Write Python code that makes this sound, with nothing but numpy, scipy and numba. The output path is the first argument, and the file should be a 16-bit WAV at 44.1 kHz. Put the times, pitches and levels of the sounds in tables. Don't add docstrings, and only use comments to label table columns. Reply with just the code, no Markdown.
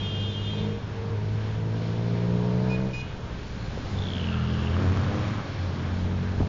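import sys
import numpy as np
from scipy import signal
from scipy.fft import rfft, irfft
from scipy.io import wavfile
from scipy.ndimage import uniform_filter1d
from numba import njit

SR = 44100
rng = np.random.default_rng(int(sys.argv[2]) if len(sys.argv) > 2 else 0)


def gain_from_decibels(decibels):
    exponent = np.asarray(decibels, float) / 20
    return 10 ** exponent


def output_pcm(signal):
    pcm = np.clip(np.atleast_2d(signal).T, -1, 1) * 32767
    wavfile.write(sys.argv[1], SR, np.round(pcm).astype(np.int16))


N = 285768
TIME = np.arange(N) / SR

# (time [s], level [dB])
TRAFFIC = [(0.0, -55), (1.0, -55.5), (2.7, -53.5), (3.16, -56.5), (3.9, -53), (4.5, -52), (4.95, -48.5),
           (5.6, -51), (6.48, -53.5)]
# (frequency [Hz], density [dB])
ROAD_SPECTRUM = [(40, -12), (130, 6), (250, -2.5), (500, -9.5), (1000, -15), (1600, -15), (2000, -19.5),
                 (3200, -22), (4000, -23.5), (4800, -30), (5400, -27), (6000, -34.5), (7200, -40)]
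# (frequency [Hz], density [dB])
WIND_SPECTRUM = [(15, -0.5), (30, -1.5), (60, 4), (90, 4), (150, -33), (300, -40.5)]
# (time [s], rise over breeze [dB], length [s])
GUSTS = [(0.017, 5.5, 0.11), (0.535, 5, 0.28), (1.553, 4, .25), (2.28, 1.5, 0.088), (2.901, 3.5, .6),
         (3.55, 6, 0.58), (3.954, 9, 0.16), (4.62, 4.5, .2), (5.0, 4, 0.17), (6.013, 8, 0.106),
         (6.199, 5.5, 0.28), (6.41, 8, .08)]
# (multiple [1], level [dB])
HELD_TONES = [(7, -15), (8, -5), (9, 1), (10, -4), (11, -13)]
# (start [s], length [s], level [dB])
BEEPS = [
    (2.695, 0.068, -44.5),
    (2.933, 0.085, -42.5),
]
# (multiple [1], level [dB])
BEEP_TONES = [(6, -0.5), (7, -9.5), (8, -21), (9, -14.5), (10, -14.5), (11, -26), (12, -16), (13, -16),
              (14, -22), (15, -23), (16, -25), (17, -22.5), (18, -37)]
# (start [s], length [s], first [Hz], last [Hz], level [dB])
PIPE_NOTES = [
    (0, .5, 430, 447, -48),
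    (.55, .24, 455, 464, -40),
    (.94, .22, 452, 460, -38),
    (1.2, .9, 461, 500, -49),
    (2.1, .84, 500, 562, -46),
]
# (start [s], length [s], first ring [Hz], last ring [Hz], level [dB])
RATTLES = [
    (3.58, .09, 4200, 4100, -58),
    (3.97, .41, 3550, 2720, -47),
    (4.03, .11, 3450, 3200, -49),
    (4.14, .62, 2900, 2800, -50),
    (4.05, .75, 3300, 3100, -54),
    (4.3, .2, 1350, 1310, -48),
]
# (time [s], peak [dB], ring [Hz])
BUMP_KNOCKS = [
    (6.401, -17.5, 150),
    (6.404, -18.5, 265),
    (6.411, -26.5, 199),
    (6.418, -19.5, 60.7),
    (6.43, -20, 138),
]
# (time [s], peak [dB], ring [Hz])
FRAME_TAPS = [
    (3.775, -27, 480),
    (4.767, -24.5, 1150),
    (4.978, -33, 1600),
    (6.405, -25, 620),
    (6.413, -28.5, 840),
    (6.43, -27, 700),
]
# (time [s], firing rate [Hz], level [dB], throttle [0-1])
ALONGSIDE = [
    (4.55, 83.63, -40, .5),
    (4.74, 87.1, -33, 0.9),
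    (4.85, 91.64, -21, 0.65),
    (5.0, 96.6, -27.5, 0.27),
    (5.15, 101.6, -30.5, 1),
    (5.36, 107.4, -28.5, 0.11),
    (5.46, 100.8, -43, .3),
    (5.6, 93.1, -31, .3),
    (5.95, 84.8, -39.5, .5),
]
# (time [s], crank rate [Hz], level [dB], throttle [0-1])
RIDE = [(0.0, 49.5, -31, 0.38), (0.45, 51.2, -31.5, 0.37), (0.65, 52.5, -30, 1), (0.76, 52.3, -33.5, 0.67),
        (0.87, 52.03, -38.5, 0.05), (1.17, 52.14, -27.5, 0), (1.8, 55.57, -29.5, 0.52),
        (2.36, 59.62, -26.5, .9), (2.85, 64.14, -29.5, 1), (2.96, 63.02, -38.5, 0.45),
        (3.8, 52.15, -43.5, 0.4), (3.95, 49.34, -30, 0.76), (4.15, 44.94, -30.5, 0.6),
        (4.42, 40.75, -26.5, 0.57), (5.08, 43.12, -29.5, 0.73), (5.5, 43.53, -43, 0.58),
        (5.98, 44.85, -28.5, 0.62), (6.48, 46.43, -28.5, .6)]
# (frequency [Hz], width [Hz], level [dB])
SILENCER = [(103.5, 29.5, 0)]
# (frequency [Hz], width [Hz], level [dB])
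CAB_FLOOR = [(173.2, 42, -1.5), (208.4, 26, -1)]
# (frequency [Hz], width [Hz], level [dB])
TAIL_PIPE = [(421.8, 35.6, 11), (620, 37, 3.5), (327, 48, 4.5), (481, 25, -9), (274, 100, -2)]


def unit(x):
    return x / np.sqrt(np.mean(x ** 2))


def read(table):
    s, *columns = np.transpose(table)
    return [np.interp(TIME, s, c) for c in columns]


def window(table, fade_s):
    edge_s = np.minimum(TIME - table[0][0], table[-1][0] - TIME)
    return np.clip(edge_s / fade_s + .5, 0, 1)


def swell(start_s, length_s, edge):
    edge_s = np.minimum(TIME - start_s, start_s + length_s - TIME)
    return np.clip(edge_s / (edge * length_s) + .5, 0, 1)


@njit
def svf(x, hz, width_hz):
    y, band, low = np.empty(len(x)), 0., 0.
    for i in range(len(x)):
        g, k = np.tan(np.pi * hz[i] / SR), width_hz / hz[i]
        v = (band + g * (x[i] - low)) / (1 + g * (g + k))
        band, low, y[i] = 2 * v - band, low + 2 * g * v, k * v
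    return y


def ring(x, modes):
    return sum(gain_from_decibels(db) * svf(x, np.full(N, 1. * hz), 1. * width_hz) for hz, width_hz, db in modes)


def steady(x):
    return x / np.sqrt(uniform_filter1d(x ** 2, SR // 3) + 1e-18)


def steep(x, modes):
    forward = ring(x, modes)
    return steady(ring(forward[::-1].copy(), modes)[::-1])


def noise_band(hz, width_hz):
    return unit(ring(rng.standard_normal(N), [(hz, width_hz, 0)]))


def walk(rate_hz):
    k = int(SR / rate_hz)
    held = np.repeat(rng.standard_normal(N // k + 1), k)
    return 1.3 * uniform_filter1d(uniform_filter1d(held, k), k)[:N]


def coloured(spectrum, lo_hz, hi_hz):
    hz = np.fft.rfftfreq(N, 1 / SR) + 1e-3
    point_hz, db = np.transpose(spectrum)
    bins = rfft(rng.standard_normal(N)) * gain_from_decibels(np.interp(np.log(hz), np.log(point_hz), db))
    inside = irfft(bins * ((hz > lo_hz) & (hz < hi_hz)), N)
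    return irfft(bins, N) / np.std(inside)


def firings(crank_hz, share, rough, late=0., scatter_db=7.):
    slip = .2
    turns = np.cumsum(crank_hz) / SR
    beat = np.arange(1, int(2 * turns[-1]))
    chance = rng.standard_normal((1000, 2))[:len(beat)]
    at = np.interp(beat / 2 + late * (beat % 2), turns, np.arange(N))
    i = at.astype(int)
    at = np.clip(at + slip * rough[i] * chance[:, 0] * SR / crank_hz[i] / 2, 0, N - 2)
    size = np.where(beat % 2, share[i], 1) * gain_from_decibels(scatter_db * rough[i] * chance[:, 1])
    pulses = np.zeros(N)
    np.add.at(pulses, at.astype(int), size)
    return pulses, (2 * turns) % 1


def street():
    hiss_follows, hiss_db = 0.37, 1.5
    breeze_db = -44.5
    roar_db = read(TRAFFIC)[0]
    mean_db = roar_db.mean()
    road = coloured(ROAD_SPECTRUM, lo_hz=1550, hi_hz=2480)
    roar = 0
    for hz in 70 * 2 ** np.arange(0, 7, .5):
        high = np.clip(np.log2(hz / 2000) / 3.1, 0, 1)
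        low = np.clip(np.log2(hz / 100) / 1.4, 0, 1)
        follows = low - high * (1 - hiss_follows)
        db = follows * (roar_db - mean_db) + mean_db + high * hiss_db + 1.6 * walk(9.8)
        roar = roar + gain_from_decibels(db) * ring(road, [(hz, hz * .35, 0)])
    gusts_db = sum(db * np.exp(-(2 * (TIME - s) / length_s) ** 2 / 2) for s, db, length_s in GUSTS)
    wind = coloured(WIND_SPECTRUM, lo_hz=21.6, hi_hz=79.4)
    return roar + gain_from_decibels(breeze_db + gusts_db + 0.7 * walk(9)) * wind


def tones(hz, table, flutter_db, waver):
    turn = 2 * np.pi * np.cumsum(hz * (1 + waver * walk(25))) / SR
    out = 0
    for k, db in table:
        dip_db = flutter_db * np.minimum(walk(42), .6)
        out = out + gain_from_decibels(db + dip_db) * np.sqrt(2) * np.sin(k * turn + rng.uniform(0, 2 * np.pi))
    return out


def held_horn():
    level_db, end_s, stop_s = -43.5, .62, .05
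    echo_db, echo_t60_s = -11, 1.5
    after_s = np.maximum(TIME - end_s, 0)
    held_db = level_db + echo_db * np.minimum(after_s / stop_s, 1) - 60 * after_s / echo_t60_s
    haze = noise_band(3150, 510)
    return gain_from_decibels(held_db) * (tones(357.4, HELD_TONES, 6.5, .003) + gain_from_decibels(-5) * haze)


def beeping_horn():
    street_t60_s, wall_db = .7, -7.5
    gate = sum(gain_from_decibels(db) * window([[s], [s + length_s]], fade_s=0.0017) for s, length_s, db in BEEPS)
    beeps = gate * tones(412.7, BEEP_TONES, 4., .0012)
    tail = rng.standard_normal(SR) * gain_from_decibels(-60 * TIME[:SR] / street_t60_s)
    tail = signal.sosfilt(signal.butter(4, 2700, fs=SR, output="sos"), tail)
    tail = tail / np.sqrt(np.sum(tail ** 2))
    return beeps + gain_from_decibels(wall_db) * signal.fftconvolve(beeps, tail)[:N]


def pipe_note():
    out = 0
    for s, length_s, first_hz, last_hz, db in PIPE_NOTES:
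        hz = np.interp(TIME, [s, s + length_s], [first_hz, last_hz]) * (1 + .005 * walk(19.6))
        note = np.sqrt(2) * np.sin(2 * np.pi * np.cumsum(hz) / SR)
        out = out + swell(s, length_s, .3) * gain_from_decibels(db + 1.1 * walk(12)) * note
    return out


def chatter():
    shake_hz, speeds_up_s, rise_hz_per_s = 60.94, 4.09, 45
    decay_s, level_db, rush_db = .0015, 2.5, -53.5
    later_s = np.clip(TIME - speeds_up_s, 0, .5)
    crank_hz = (shake_hz + rise_hz_per_s * later_s) / 2
    pulses = firings(crank_hz, np.ones(N), .03 + .3 * later_s, scatter_db=15.)[0]
    pulses = np.minimum(pulses, 2)
    bursts = signal.lfilter([1], [1, -np.exp(-1 / (decay_s * SR))], pulses) + .1 + .5 * later_s
    out = swell(3.57, .9, 0.34) * gain_from_decibels(rush_db) * noise_band(3200, 1600)
    for s, length_s, first_hz, last_hz, db in RATTLES:
        passed = np.clip((TIME - s) / (0.94 * length_s), 0, 1)
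        hz = last_hz + (first_hz - last_hz) * np.cos(np.pi / 2 * passed) ** 2
        width_hz = first_hz / 9
        struck = bursts * rng.standard_normal(N) + 4 * pulses
        rung = svf(svf(struck, hz, width_hz), hz, 1.4 * width_hz)
        out = out + swell(s, length_s, 0.21) * gain_from_decibels(db + level_db) * steady(rung)
    return out


def knocks():
    out, t = np.zeros(N + SR), TIME[:SR // 10]
    for s, db, hz in [*BUMP_KNOCKS, *FRAME_TAPS]:
        swing = 1.83 * np.sin(2 * np.pi * hz * t) * np.exp(-t * hz / 1.2)
        out[int(s * SR):][:len(t)] -= gain_from_decibels(db) * swing
    return out[:N]


def engine_alongside():
    bark_shut_db, bark_rise_db = -19, 15
    roar_level_db, roar_follows = -14, .35
    past_s, past_db = 5.4, -7.5
    firing_hz, db, throttle = read(ALONGSIDE)
    pulses, phase = firings(firing_hz / 2, np.full(N, .7), np.full(N, .04))
    boom = np.sqrt(2) * np.cos(2 * np.pi * phase)
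    bark = steep(pulses, [(185, 37, -0.5), (304.0, 133, 19), (368, 40, -4.5), (480, 100, 14.5), (608, 60, 4.5)])
    throb = .15 + np.exp(-phase / .16)
    roar = unit(throb * ring(rng.standard_normal(N), [(1100, 160, 0), (1267, 110, -1.5)]))
    bark_db = bark_shut_db + bark_rise_db * throttle
    roar_db = roar_level_db - (1 - roar_follows) * (db + 27)
    away_db = past_db * np.clip((TIME - past_s) / 0.12, 0, 1)
    pipe = gain_from_decibels(away_db) * (gain_from_decibels(bark_db) * bark + gain_from_decibels(roar_db) * roar)
    return window(ALONGSIDE, fade_s=0.071) * gain_from_decibels(db) * (boom + pipe)


def own_engine():
    pull_db, coast_db, even, misfire = -34, -41, .07, .45
    lurch_db = 4.5
    drone_shut_db, drone_rise_db = -16, 17
    bark_shut_db, bark_rise_db, bark_follows, bark_db_per_hz = -50, 6, 0.97, 0.3965
    share_shut, share_open, share_per_hz = 0.98, 0.32, -0.028
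    tail_share = 0.36

    crank_hz, boom_db, throttle = read(RIDE)
    rough = np.interp(boom_db, [coast_db, pull_db], [misfire, even])
    boom_db = boom_db + lurch_db * rough * walk(12)
    drone_db = boom_db + drone_shut_db + drone_rise_db * throttle
    bark_db = bark_shut_db + bark_rise_db * throttle + bark_follows * (boom_db - pull_db)
    bark_db = bark_db + bark_db_per_hz * (crank_hz - 50)
    gas_db = 0.5 * (bark_db + 41.5) - 50

    share = share_shut + (share_open - share_shut) * throttle + share_per_hz * (crank_hz - 50)
    pulses, phase = firings(crank_hz, np.clip(share, 0, 1), rough, late=0.071)
    tail = firings(crank_hz, np.clip(tail_share * share, 0, 1), rough, late=0.085)[0]

    boom = steep(pulses, SILENCER)
    dull = signal.sosfiltfilt(signal.butter(5, 228, fs=SR, output="sos"), pulses)
    drone = steep(dull, CAB_FLOOR)
    tail = signal.sosfilt(signal.butter(3, [240, 670], "band", fs=SR, output="sos"), tail)
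    bark = steady(ring(tail, TAIL_PIPE))
    gas = unit(np.exp(-phase / 0.64) * noise_band(925, 55))
    return gain_from_decibels(boom_db) * boom + gain_from_decibels(drone_db) * drone + gain_from_decibels(bark_db) * bark + gain_from_decibels(gas_db) * gas


def scene():
    background = street() + held_horn() + beeping_horn() + pipe_note()
    passing = chatter() + knocks() + engine_alongside()
    return (background + passing + own_engine())[None]


def low_pass(x):
    return signal.sosfilt(signal.butter(12, 7350, fs=SR, output="sos"), x)


def record(dry):
    top_hz, drive, fade_s = 7200, 3.4, .003
    rounded = np.tanh(drive * dry) / drive
    narrow = signal.sosfilt(signal.ellip(12, .5, 80, top_hz, fs=SR, output="sos"), rounded)
    mix = narrow * np.clip((TIME[-1] - TIME) / fade_s, 0, 1)
    return low_pass(mix)


dry = scene()
out = record(dry)
output_pcm(out)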